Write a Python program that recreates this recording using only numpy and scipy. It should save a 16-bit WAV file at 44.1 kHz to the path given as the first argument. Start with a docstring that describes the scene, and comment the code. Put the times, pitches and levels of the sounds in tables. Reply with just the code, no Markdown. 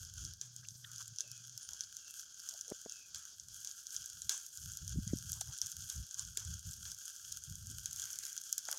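"""Walk through long dry grass

A slow walk through long grass at the edge of a field, towards a burning heap of brushwood.
Dense random clicks make the swish and crackle of blades; damped rings, clicks and noise bursts make dry snaps.
The sharpest cracks are noise with a slower noise echo from the trees. Shaped noise gives hiss, scuffs and wind.
Damped thumps are knocks and puffs on a small, peaky microphone; gliding tones are a far bird; a low tone hums."""
import sys
import numpy as np
from scipy import signal
from scipy.fft import rfft, irfft
from scipy.io import wavfile
from scipy.ndimage import uniform_filter1d

SR = 44100
rng = np.random.default_rng(int(sys.argv[2]) if len(sys.argv) > 2 else 0)


def unload_audio(sound):
    """Save the sound as a 16-bit wav file, at the path given as the first command line argument."""
    columns = np.transpose(np.atleast_2d(sound))
    # keep every value between -1 and 1, then stretch to whole-number steps
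    steps = np.round(np.clip(columns, -1, 1) * 32767)
    wavfile.write(sys.argv[1], SR, steps.astype(np.int16))


N = 387198

# Levels in the event tables are nominal: trims in the functions and filters still act on them.
# A leg sweeps through the grass or a foot presses it down:
# crest_s, crackle_db, length_s, swish_re_crackle_db
LEG_SWEEPS = [(0.0, -52.5, 0.069, -7), (0.19, -50, 0.056, -12), (0.29, -54, 0.067, -21),
              (0.583, -58, .04, -21.5), (0.989, -51.5, .09, -13.5), (1.363, -56.5, 0.11, -31),
              (1.664, -56, 0.067, -21), (1.816, -55.5, 0.09, -20.5), (2.172, -51, 0.075, -6),
              (2.492, -49.5, 0.11, -7.5), (2.702, -55, 0.1, -15.5), (2.885, -54.5, .1, -10),
              (3.237, -56, 0.12, -14.5), (3.574, -57, 0.17, -4), (3.771, -54, .05, -10),
              (3.933, -51.5, .06, -7), (4.056, -50.5, 0.12, -13), (4.372, -50.5, 0.11, -9),
              (4.575, -58.5, 0.089, 1), (4.721, -53.5, 0.15, -10.5), (4.906, -51, 0.043, -18),
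              (5.17, -51.5, 0.18, -6.5), (5.342, -50, 0.099, -2.5), (5.541, -53.5, .05, -19.5),
              (5.71, -55.5, .08, -7.5), (5.88, -53, 0.16, -3), (6.195, -51.5, 0.12, -10.5),
              (6.504, -50.5, 0.14, -11), (6.705, -54, 0.085, -3), (6.885, -52.5, 0.045, -3.5),
              (7.093, -54.5, 0.15, -15), (7.312, -49.5, 0.065, -9.5), (7.448, -54, 0.11, -18),
              (7.722, -54, 0.05, -19.5), (8.001, -47, 0.11, -6.5), (8.232, -50.5, 0.14, -3),
              (8.492, -57.5, .12, -9), (8.697, -49.5, 0.11, -10)]
SWEEP_RISE = 0.98  # build-up of a sweep, as a share of its length
# Grass brushing the legs between sweeps, a curve in time: time_s, crackle_db, swish_db
LEG_BRUSHING = [(0, -58.5, -81), (0.782, -70, -63), (1.099, -58.5, -70), (2.298, -59, -72.5),
                (3.379, -65, -69.5), (3.699, -59.5, -63.5), (4.601, -59, -59), (5.001, -64.5, -70),
                (5.199, -56.5, -64.5), (7.6, -57, -60), (8.1, -54, -59), (8.78, -53, -60)]
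# Louder dry snaps, from the burning brushwood or underfoot: start_s, peak_db, pitch_hz, treble_re_peak_db
DRY_SNAPS = [(0.2503, -27.5, 6000, -21.5), (0.2578, -36.5, 6640, -20.5), (0.336, -33.5, 5900, -17),
             (0.4129, -24.5, 6370, -24), (0.5631, -30.5, 6600, -19), (0.6856, -27.5, 6800, -34),
             (0.7067, -39, 6310, -22), (0.9602, -33, 6700, -24), (1.079, -30.5, 6970, -21.5),
             (1.1604, -34, 6530, -29), (1.185, -22.5, 6200, -38), (1.2059, -19.5, 6520, -32.5),
             (1.3154, -32, 5500, -14), (1.495, -35, 6370, -29.5), (1.5766, -30, 5310, -14.5),
             (1.733, -28.5, 5950, -22), (1.8073, -23, 6200, -31.5), (1.836, -32, 5150, -27),
             (1.9674, -29, 5940, -20), (2.4883, -26.5, 5900, -21.5), (2.6103, -26, 6070, -21),
             (2.6798, -32, 6100, -22.5), (2.8136, -39.5, 6290, -17), (2.8958, -30, 6160, -26),
             (2.9213, -28, 6700, -34.5), (3.1462, -30, 6900, -29), (3.1584, -27, 6130, -29),
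             (3.3977, -31.5, 6610, -39), (3.6469, -25, 6500, -22), (3.6725, -26.5, 6670, -33),
             (3.7123, -30.5, 6520, -36), (3.8681, -29, 6500, -25), (3.964, -21.5, 6520, -37.5),
             (4.02, -32.5, 6070, -26.5), (4.2187, -23.5, 6570, -31), (4.2941, -14.5, 6520, -24),
             (4.573, -28.5, 6500, -20.5), (4.7182, -32, 6820, -18), (4.7714, -28, 6680, -14.5),
             (4.8783, -27.5, 6470, -18), (5.0767, -26, 6500, -33.5), (5.3188, -27.5, 6370, -10),
             (5.33, -25, 6600, -29), (5.4104, -19, 6590, -20.5), (5.586, -29, 6460, -19.5),
             (5.6156, -18, 5860, -25), (5.661, -28, 6160, -18), (5.668, -33.5, 6730, -9),
             (5.6986, -33, 6360, -14), (5.717, -27, 6120, -18), (5.899, -23.5, 6580, -21.5),
             (6.11, -29, 6520, -35), (6.1433, -27.5, 6430, -22.5), (6.1939, -22, 7270, -27.5),
             (6.3723, -21, 7260, -15), (6.7109, -30.5, 7140, -17), (6.9167, -30.5, 5960, -15.5),
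             (7.0551, -34.5, 6650, -10), (7.324, -27, 6820, -13.5), (7.5549, -31, 6570, -19),
             (7.67, -34, 6400, -13), (7.7136, -35.5, 6730, -11.5), (7.8577, -23.5, 6810, -20),
             (7.93, -27, 6400, -16), (8.0188, -23.5, 6540, -24), (8.1877, -26.5, 6710, -12),
             (8.252, -27.5, 7150, -16), (8.377, -23, 6540, -30.5), (8.527, -21, 6550, -10),
             (8.5805, -21.5, 6800, -12), (8.7138, -29, 5740, -5)]
# Thicker wood cracking, with an echo from the trees: start_s, report_db, echo_db
WOOD_CRACKS = [(0.413, -44, -48.5), (1.208, -44, -55.5), (1.808, -46, -54), (3.1456, -42, -46),
               (3.647, -49, -49), (3.949, -43, -55.5), (4.2935, -27, -33.5), (5.4113, -37, -58.5),
               (5.616, -55, -45), (5.9, -41, -44.5), (6.1946, -50.5, -51), (6.372, -32.5, -43.5),
               (6.854, -45, -45.5), (7.858, -39, -49.5), (8.235, -39, -57), (8.579, -41.5, -53.5)]
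# Dull scuffs of shoes and clothing: crest_s, rms_db, centre_hz, width_octaves, length_s
SHOE_SCUFFS = [(0.225, -68.5, 286.5, 0.54, 0.047), (0.64, -61, 1510, 0.24, 0.016),
               (0.651, -56.5, 2830, 0.41, 0.0053), (0.848, -54, 1670, 0.26, 0.0058),
               (0.847, -48.5, 3410, 0.29, .005), (0.899, -64.5, 1430, 0.32, 0.067),
               (1.008, -59, 1230, .55, 0.017), (1.247, -71.5, 509, 0.55, 0.035),
               (1.726, -71.5, 850, 1.3, 0.046), (2.484, -74, 1395, 0.63, 0.086),
               (2.547, -66.5, 661, 0.55, 0.026), (2.705, -63.5, 510, 0.58, 0.043),
               (3.215, -68, 1436, .35, 0.1), (4.336, -68.5, 1058, 0.52, 0.041),
               (5.105, -67.5, 1780, 0.76, 0.033), (5.368, -66.5, 1026, 0.64, 0.026),
               (5.415, -49, 990, 0.73, 0.0048), (5.503, -68.5, 980, 1.3, 0.046),
               (6.198, -69, 1136, 0.39, .053), (6.429, -69.5, 1252, 0.93, 0.052),
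               (7.71, -64, 265, 0.44, 0.025), (8.049, -69, 1610, 1.46, 0.14), (8.255, -68, 2070, 1, 0.15),
               (8.689, -42, 1063, 1.2, 0.003), (8.73, -60, 902, 1.65, 0.065)]
# Knocks of the hand and puffs of air on the microphone: crest_s, peak_db, pitch_hz, crispness (0-1)
MIC_KNOCKS = [(2.716, -39, 480, .4), (2.721, -31.5, 370, .45), (2.8615, -39, 440, .4),
              (2.866, -46, 460, .3), (4.960, -38, 240, 0), (4.976, -30, 115, 0), (4.988, -25, 160, 0),
              (5.073, -32, 130, 0), (5.1335, -32, 370, 0), (5.1365, -22.5, 205, 0), (5.160, -37, 140, 0)]
# Bird whistles: start_s, length_s, start_hz, end_hz, level_db
BIRD_WHISTLES = [(1.14, .31, 2780, 2450, -74), (1.61, .08, 9250, 9150, -62.5), (1.94, .28, 2850, 2620, -73),
                 (2.87, .25, 2780, 2440, -71)]
# Gusts on the microphone: crest_s, level_db, length_s
WIND_GUSTS = [(0.0, -53.5, 0.083), (0.22, -50.5, 0.12), (0.8, -73.5, 0.31), (1.71, -66.5, 0.041),
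              (1.85, -76, 0.14), (3.16, -66, 0.048), (3.49, -67, 0.13), (4.0, -66, .05),
              (4.17, -65.5, 0.059), (4.26, -56.5, 0.019), (4.67, -52, 0.079), (4.83, -44, 0.021),
              (4.91, -46, 0.065), (4.98, -39, 0.056), (5.12, -45, 0.059), (5.3, -50.5, 0.12),
              (5.49, -50, 0.037), (5.65, -57.5, 0.026), (5.81, -54.5, 0.066), (5.99, -42.5, 0.04),
              (6.27, -55.5, 0.091), (6.5, -45, 0.083), (6.68, -45.5, .03), (6.83, -57.5, 0.11),
              (7.35, -65, 0.13), (7.51, -47.5, 0.035), (7.68, -52, 0.16), (7.94, -63.5, 0.14),
              (8.2, -73.5, 0.055)]
BREEZE_DB, GUST_RISE = -82, 0.85  # wind between gusts; build-up of a gust, as a share of its length
# Stretches of a brief low hum: start_s, end_s, level_db
HUM_STRETCHES = [(.38, 1.176, -62), (1.23, 1.614, -64.5)]
HUM_FADE_S = 0.051
HISS_DB = -61.5

# Relative spectra, only their shape matters: frequency_hz, density_db (per Hz)
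# Stalks crackling as they bend
CRACKLE_SPECTRUM = [(300, -37.5), (900, -42), (1400, -11.5), (2100, -28), (3000, -8.5), (3800, -14.5),
                    (4500, -5), (5600, -4), (6800, 0), (8000, -13), (10000, -9), (12000, -18.5),
                    (16000, -25)]
# Blades sliding over each other, also used for the bright noise burst of a snap
SWISH_SPECTRUM = [(500, -42.5), (2500, -42), (5000, -9), (8000, 0), (9700, 1.5), (10700, -3), (11800, 2),
                  (13500, -3), (16000, -12.5)]
# The click of a snap and its short noise tail
CLICK_SPECTRUM = [(300, -29), (900, -46), (1500, -21.5), (2200, -27), (3000, -12.5), (4200, -2), (6000, 3),
                  (8000, -8), (10000, -1.5), (16000, -42.5)]
# The sharp report of a crack
REPORT_SPECTRUM = [(200, -57), (400, 1), (700, -30), (1100, -22), (1500, -10), (2100, -10), (3200, -4.5),
                   (4500, 6.5), (6200, 1.5), (8000, -8), (11000, -1.5), (16000, -9)]
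# Its wash returned by the trees
ECHO_SPECTRUM = [(300, -28), (900, -17), (1400, -19), (2100, -15), (3000, -14), (3800, -12), (4600, -9),
                 (6200, 0), (8000, -7), (11000, -13), (16000, -25)]
# The high background hiss
HISS_SPECTRUM = [(60, -17), (200, -10), (500, -15.5), (1000, -22), (2300, -26.5), (3000, -18.5),
                 (3800, -12), (4700, -2.5), (6500, -2.5), (8000, -17), (10500, -28.5), (13000, -44),
                 (16000, -22.5)]
# Wind on the microphone
GUST_SPECTRUM = [(20, -30.5), (40, -3.5), (70, 6), (100, 7.5), (180, -5.5), (270, -26), (400, -39),
                 (800, -52), (2000, -84)]

# Resonances of the microphone port: centre_hz, width_hz, lift_db
PORT_PEAKS = [(1586, 150, 22.5), (3300, 224, 11.5), (6500, 1420, 10)]
# One dip of the port, a single row: centre_hz, width_hz, lift_db
PORT_NOTCH = (1894, 880, -12.5)
CUTOFF_HZ = 15900


def grass(crackle_trim_db=-2.0, swish_trim_db=-0.5, tick_db=-6.0, patchy_db=2.0, swish_patchy_db=2.0):
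    """Granular friction: bending stalks crackle and tick, sliding blades swish brighter, in uneven tufts."""
    crackle, swish = rustle_levels()
    tufts = drift(24)
    ticks = from_db(tick_db) * grains(per_s=70, spread_db=5.0)
    stalk_gain = crackle * from_db(crackle_trim_db + patchy_db * tufts)
    blade_gain = swish * from_db(swish_trim_db + swish_patchy_db * tufts)
    stalks = (grains(per_s=3000, spread_db=3.0) + ticks) * stalk_gain
    blades = (grains(per_s=4100, spread_db=2.5) + ticks) * blade_gain
    return through_port(stalks, CRACKLE_SPECTRUM) + through_port(blades, SWISH_SPECTRUM)


def rustle_levels():
    """Superposition of powers: every sweep adds to the brushing, giving gains of crackle and swish."""
    crest_s, crackle_db, length_s, swish_re_crackle_db = np.transpose(LEG_SWEEPS)
    brushing_crackle_db, brushing_swish_db = in_time(LEG_BRUSHING)

    def gain(brushing_db, sweep_db):
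        """Amplitude is the square root of the summed power."""
        sweep_power = surges(zip(crest_s, sweep_db, length_s), SWEEP_RISE)
        return np.sqrt(from_db(brushing_db) ** 2 + sweep_power)

    crackle = gain(brushing_crackle_db, crackle_db)
    swish = gain(brushing_swish_db, crackle_db + swish_re_crackle_db)
    return crackle, swish


def snaps(lowest_hz=2800, ring_db=-1.5, burst_db=21.0, click_db=1.5,
          tail_db=-23, tail_s=0.011, click_delay_s=0.0007):
    """Damped resonance: a bright noise burst starts just before a click, a brief ring and a short noise tail."""
    t = np.arange(SR // 20) / SR
    ring_shape = swell(t, 0.00036)
    burst_decay = np.exp(-t / 0.0009)
    rings, bursts, clicks = np.zeros((3, N))
    for start_s, peak_db, pitch_hz, treble_db in list(DRY_SNAPS) + small_snaps():
        burst = burst_decay * rng.standard_normal(len(t))
        burst /= np.linalg.norm(burst)
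        add(bursts, start_s, from_db(peak_db + treble_db + burst_db) * burst)
        click_at_s = start_s + click_delay_s
        ring = ring_shape * np.cos(2 * np.pi * (pitch_hz * t + rng.random()))
        add(rings, click_at_s, from_db(peak_db + ring_db) * ring)
        add(clicks, click_at_s, from_db([peak_db + click_db]))
        tail = np.exp(-t / tail_s) * rng.standard_normal(len(t))
        add(clicks, click_at_s, from_db(peak_db + tail_db) * tail)
    burst_sound = through_port(bursts, SWISH_SPECTRUM)
    return band(rings, lowest_hz, 22000) + burst_sound + through_port(clicks, CLICK_SPECTRUM)


def small_snaps(count=84, peak_db=19.0, pitch_hz=6400, spread_hz=450, treble_db=-18.0, treble_spread_db=3.0):
    """Random sampling: small dry snaps fall more often and louder where the crackle is stronger."""
    crackle, _ = rustle_levels()
    share = np.cumsum(crackle) / crackle.sum()
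    # One draw in each equal share of the total crackle
    draws = (np.arange(count) + rng.random(count)) / count
    at = np.searchsorted(share, draws).clip(0, N - 1)
    pitch, treble = rng.standard_normal((2, count))
    levels_db = 20 * np.log10(crackle[at]) + peak_db
    pitches_hz = pitch_hz + spread_hz * pitch
    trebles_db = treble_db + treble_spread_db * treble
    return list(zip(at / SR, levels_db, pitches_hz, trebles_db))


def cracks(report_s=0.0035, echo_rise_s=0.011, echo_s=0.044):
    """Impulse and reverberation: thick wood gives a short, broad report; trees return a duller wash."""
    t = np.arange(SR // 2) / SR
    report_shape = np.exp(-t / report_s)
    echo_shape = (1 - np.exp(-t / echo_rise_s)) * np.exp(-t / echo_s)
    reports, echoes = np.zeros((2, N))
    for start_s, report_db, echo_db in WOOD_CRACKS:
        add(reports, start_s, from_db(report_db) * report_shape)
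        add(echoes, start_s, from_db(echo_db) * echo_shape)
    report_sound = through_port(reports * rng.standard_normal(N), REPORT_SPECTRUM)
    echo_sound = through_port(echoes * rng.standard_normal(N), ECHO_SPECTRUM)
    return report_sound + echo_sound


def scuffs():
    """Dry friction: each short rub is a swell of noise in one resonance."""
    out = np.zeros(N)
    t = np.arange(SR // 2) / SR
    middle_s = t.mean()
    for crest_s, rms_db, centre_hz, width_octaves, length_s in SHOE_SCUFFS:
        half_width = 2 ** (width_octaves / 2)
        noise = rng.standard_normal(len(t))
        rub = rms_one(band(noise, centre_hz / half_width, centre_hz * half_width))
        envelope = np.exp(-2 * ((t - middle_s) / length_s) ** 2)
        add(out, crest_s - middle_s, from_db(rms_db) * rub * envelope)
    return out


def knocks(width_cycles=0.49, tick_s=0.00017):
    """Heavy damping: thumps of little more than one swing; a hard touch sharpens the crest."""
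    out = np.zeros(N)
    t = np.arange(SR // 10) / SR
    middle_s = t.mean()
    from_crest = t - middle_s
    tick = np.exp(-(from_crest / tick_s) ** 2)
    for crest_s, peak_db, pitch_hz, crispness in MIC_KNOCKS:
        envelope = np.exp(-(from_crest * pitch_hz / width_cycles) ** 2)
        thump = envelope * np.cos(2 * np.pi * pitch_hz * from_crest)
        add(out, crest_s - middle_s, from_db(peak_db) * (thump + crispness * tick))
    return band(out, 49, 4000)


def bird(blur_hz=70):
    """Multipath fading: falling whistles are smeared by many paths through the trees."""
    out = np.zeros(N)
    low_pass = signal.butter(2, blur_hz, fs=SR, output="sos")
    paths = signal.sosfilt(low_pass, rng.standard_normal((2, N)))
    for start_s, length_s, start_hz, end_hz, level_db in BIRD_WHISTLES:
        size = int(length_s * SR)
        phase = 2 * np.pi * np.cumsum(np.geomspace(start_hz, end_hz, size)) / SR
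        # Slow random weights on cosine and sine blur both strength and phase
        in_phase, quadrature = paths[:, int(start_s * SR):][:, :size]
        smeared = in_phase * np.cos(phase) + quadrature * np.sin(phase)
        add(out, start_s, from_db(level_db) * rms_one(np.sqrt(np.hanning(size)) * smeared))
    return out


def wind():
    """Turbulence: low noise is levelled by its running power, then follows breeze and gusts."""
    eddies = coloured(rng.standard_normal(N), impulse(GUST_SPECTRUM))
    power = uniform_filter1d(uniform_filter1d(eddies ** 2, size=2000), size=2000)
    level = np.sqrt(from_db(BREEZE_DB) ** 2 + surges(WIND_GUSTS, GUST_RISE))
    return eddies / np.sqrt(power + 1e-6) * level


def low_hum(pitch_hz=118, flutter_db=5.0):
    """Frequency and amplitude modulation: random wander roughens a low tone."""
    phase = 2 * np.pi * np.cumsum(pitch_hz * (1 + 0.0535 * drift(43))) / SR
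    tone = rms_one(band(np.sin(phase) * from_db(flutter_db * drift(290)), 91.5, 176))
    t = np.arange(N) / SR
    level = np.zeros(N)
    for start_s, end_s, level_db in HUM_STRETCHES:
        fade = np.clip(np.minimum(t - start_s, end_s - t) / HUM_FADE_S, 0, 1)
        level += from_db(level_db) * fade
    return tone * level


def hiss(flicker_db=2.3):
    """Filtered noise: a sustained high hiss whose level flickers slightly."""
    level = from_db(HISS_DB + flicker_db * drift(45))
    return level * through_port(rng.standard_normal(N), HISS_SPECTRUM)


def grains(per_s, spread_db, bursts_per_s=60, burst_s=0.002):
    """Shot noise: tiny uneven clicks, stronger in bursts that start at once and die away; rms 1."""
    starts = (rng.random(N) < bursts_per_s / SR) * rng.random(N)
    bursts = signal.lfilter([1], [1, -np.exp(-1 / (burst_s * SR))], starts + 1e-18)
    born = rng.random(N) < per_s / SR
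    excess_db = spread_db * np.minimum(rng.exponential(1, N), 4)
    sizes = from_db(excess_db) * np.sqrt(0.12 + bursts)
    return rms_one(born * sizes * rng.choice([-1, 1], N))


def surges(events, rise):
    """Addition of power: (crest_s, level_db, length_s) events build up smoothly and die away."""
    t = np.arange(N) / SR
    power = np.zeros(N)
    for crest_s, level_db, length_s in events:
        near = slice(*np.searchsorted(t, [crest_s - 4 * length_s, crest_s + 4 * length_s]))
        u = (t[near] - crest_s) / length_s
        u = np.where(u < 0, u / rise, u)
        power[near] += from_db(level_db) ** 2 * np.exp(-2 * u ** 2)
    return power


def through_port(x, spectrum):
    """Resonance: a source's colour, then the peaks and the dip of the microphone port."""
    response = impulse(spectrum)
    for centre_hz, width_hz, lift_db in PORT_PEAKS + [PORT_NOTCH]:
        middle = -2 * np.cos(2 * np.pi * centre_hz / SR)
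        pole = np.pi * width_hz / SR
        zero = pole * from_db(lift_db)
        response = signal.lfilter([1 + zero, middle, 1 - zero], [1 + pole, middle, 1 - pole], response)
    return coloured(x, response)


def coloured(x, response):
    """Convolution: filters without changing the power of white noise."""
    return signal.oaconvolve(x, response / np.sqrt(np.sum(response ** 2)))[:N]


def impulse(spectrum):
    """Minimum phase: the folded cepstrum gives a causal response with the given spectrum."""
    size = 2 ** 13
    hz, db = np.transpose(spectrum)
    grid_hz = np.arange(size // 2 + 1) * SR / size
    log_gain = np.log(from_db(np.interp(np.log(grid_hz + 1), np.log(hz), db)))
    cepstrum = irfft(log_gain)[:size // 2]
    cepstrum[1:] *= 2
    return irfft(np.exp(rfft(cepstrum, size)))[:size // 2]


def band(x, low_hz, high_hz):
    """Band-pass filtering: keeps what lies between two frequencies."""
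    sos = signal.butter(2, [low_hz, min(high_hz, 0.45 * SR)], "band", fs=SR, output="sos")
    return signal.sosfilt(sos, x)


def swell(t, rise):
    """Growth and decay: rises to one at the given time, then dies away."""
    return (t / rise * np.exp(1 - t / rise)) ** 2


def drift(rate):
    """Random fluctuation: chance values, rate per second, joined by lines; rms 1."""
    knots = rng.standard_normal(4000)
    return rms_one(np.interp(np.arange(N) / SR * rate, np.arange(len(knots)), knots))


def in_time(rows):
    """Linear interpolation: each column of a curve at every sample."""
    time_s, *columns = np.transpose(rows)
    return [np.interp(np.arange(N) / SR, time_s, column) for column in columns]


def from_db(db):
    """Decibel law: 20 dB is a factor of ten in amplitude."""
    return 10 ** (np.asarray(db) / 20)


def rms_one(x):
    """Normalisation: scales to a root mean square of one."""
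    return x / np.sqrt(np.mean(x ** 2) + 1e-20)


def add(out, start_s, sound):
    """Superposition: mixes a sound in at a time."""
    at = int(np.clip(round(start_s * SR), 0, N - 1))
    out[at:at + len(sound)] += sound[:N - at]


def scene():
    """Superposition of all sources, in one channel."""
    foreground = grass() + snaps() + cracks() + scuffs() + knocks()
    background = bird() + wind() + low_hum() + hiss()
    return (foreground + background)[None]


def record(dry):
    """Low-pass filtering: a steep elliptic cut removes the top."""
    sos = signal.ellip(10, 0.2, 70, CUTOFF_HZ, fs=SR, output="sos")
    return signal.sosfilt(sos, dry)


dry = scene()
out = record(dry)
unload_audio(out)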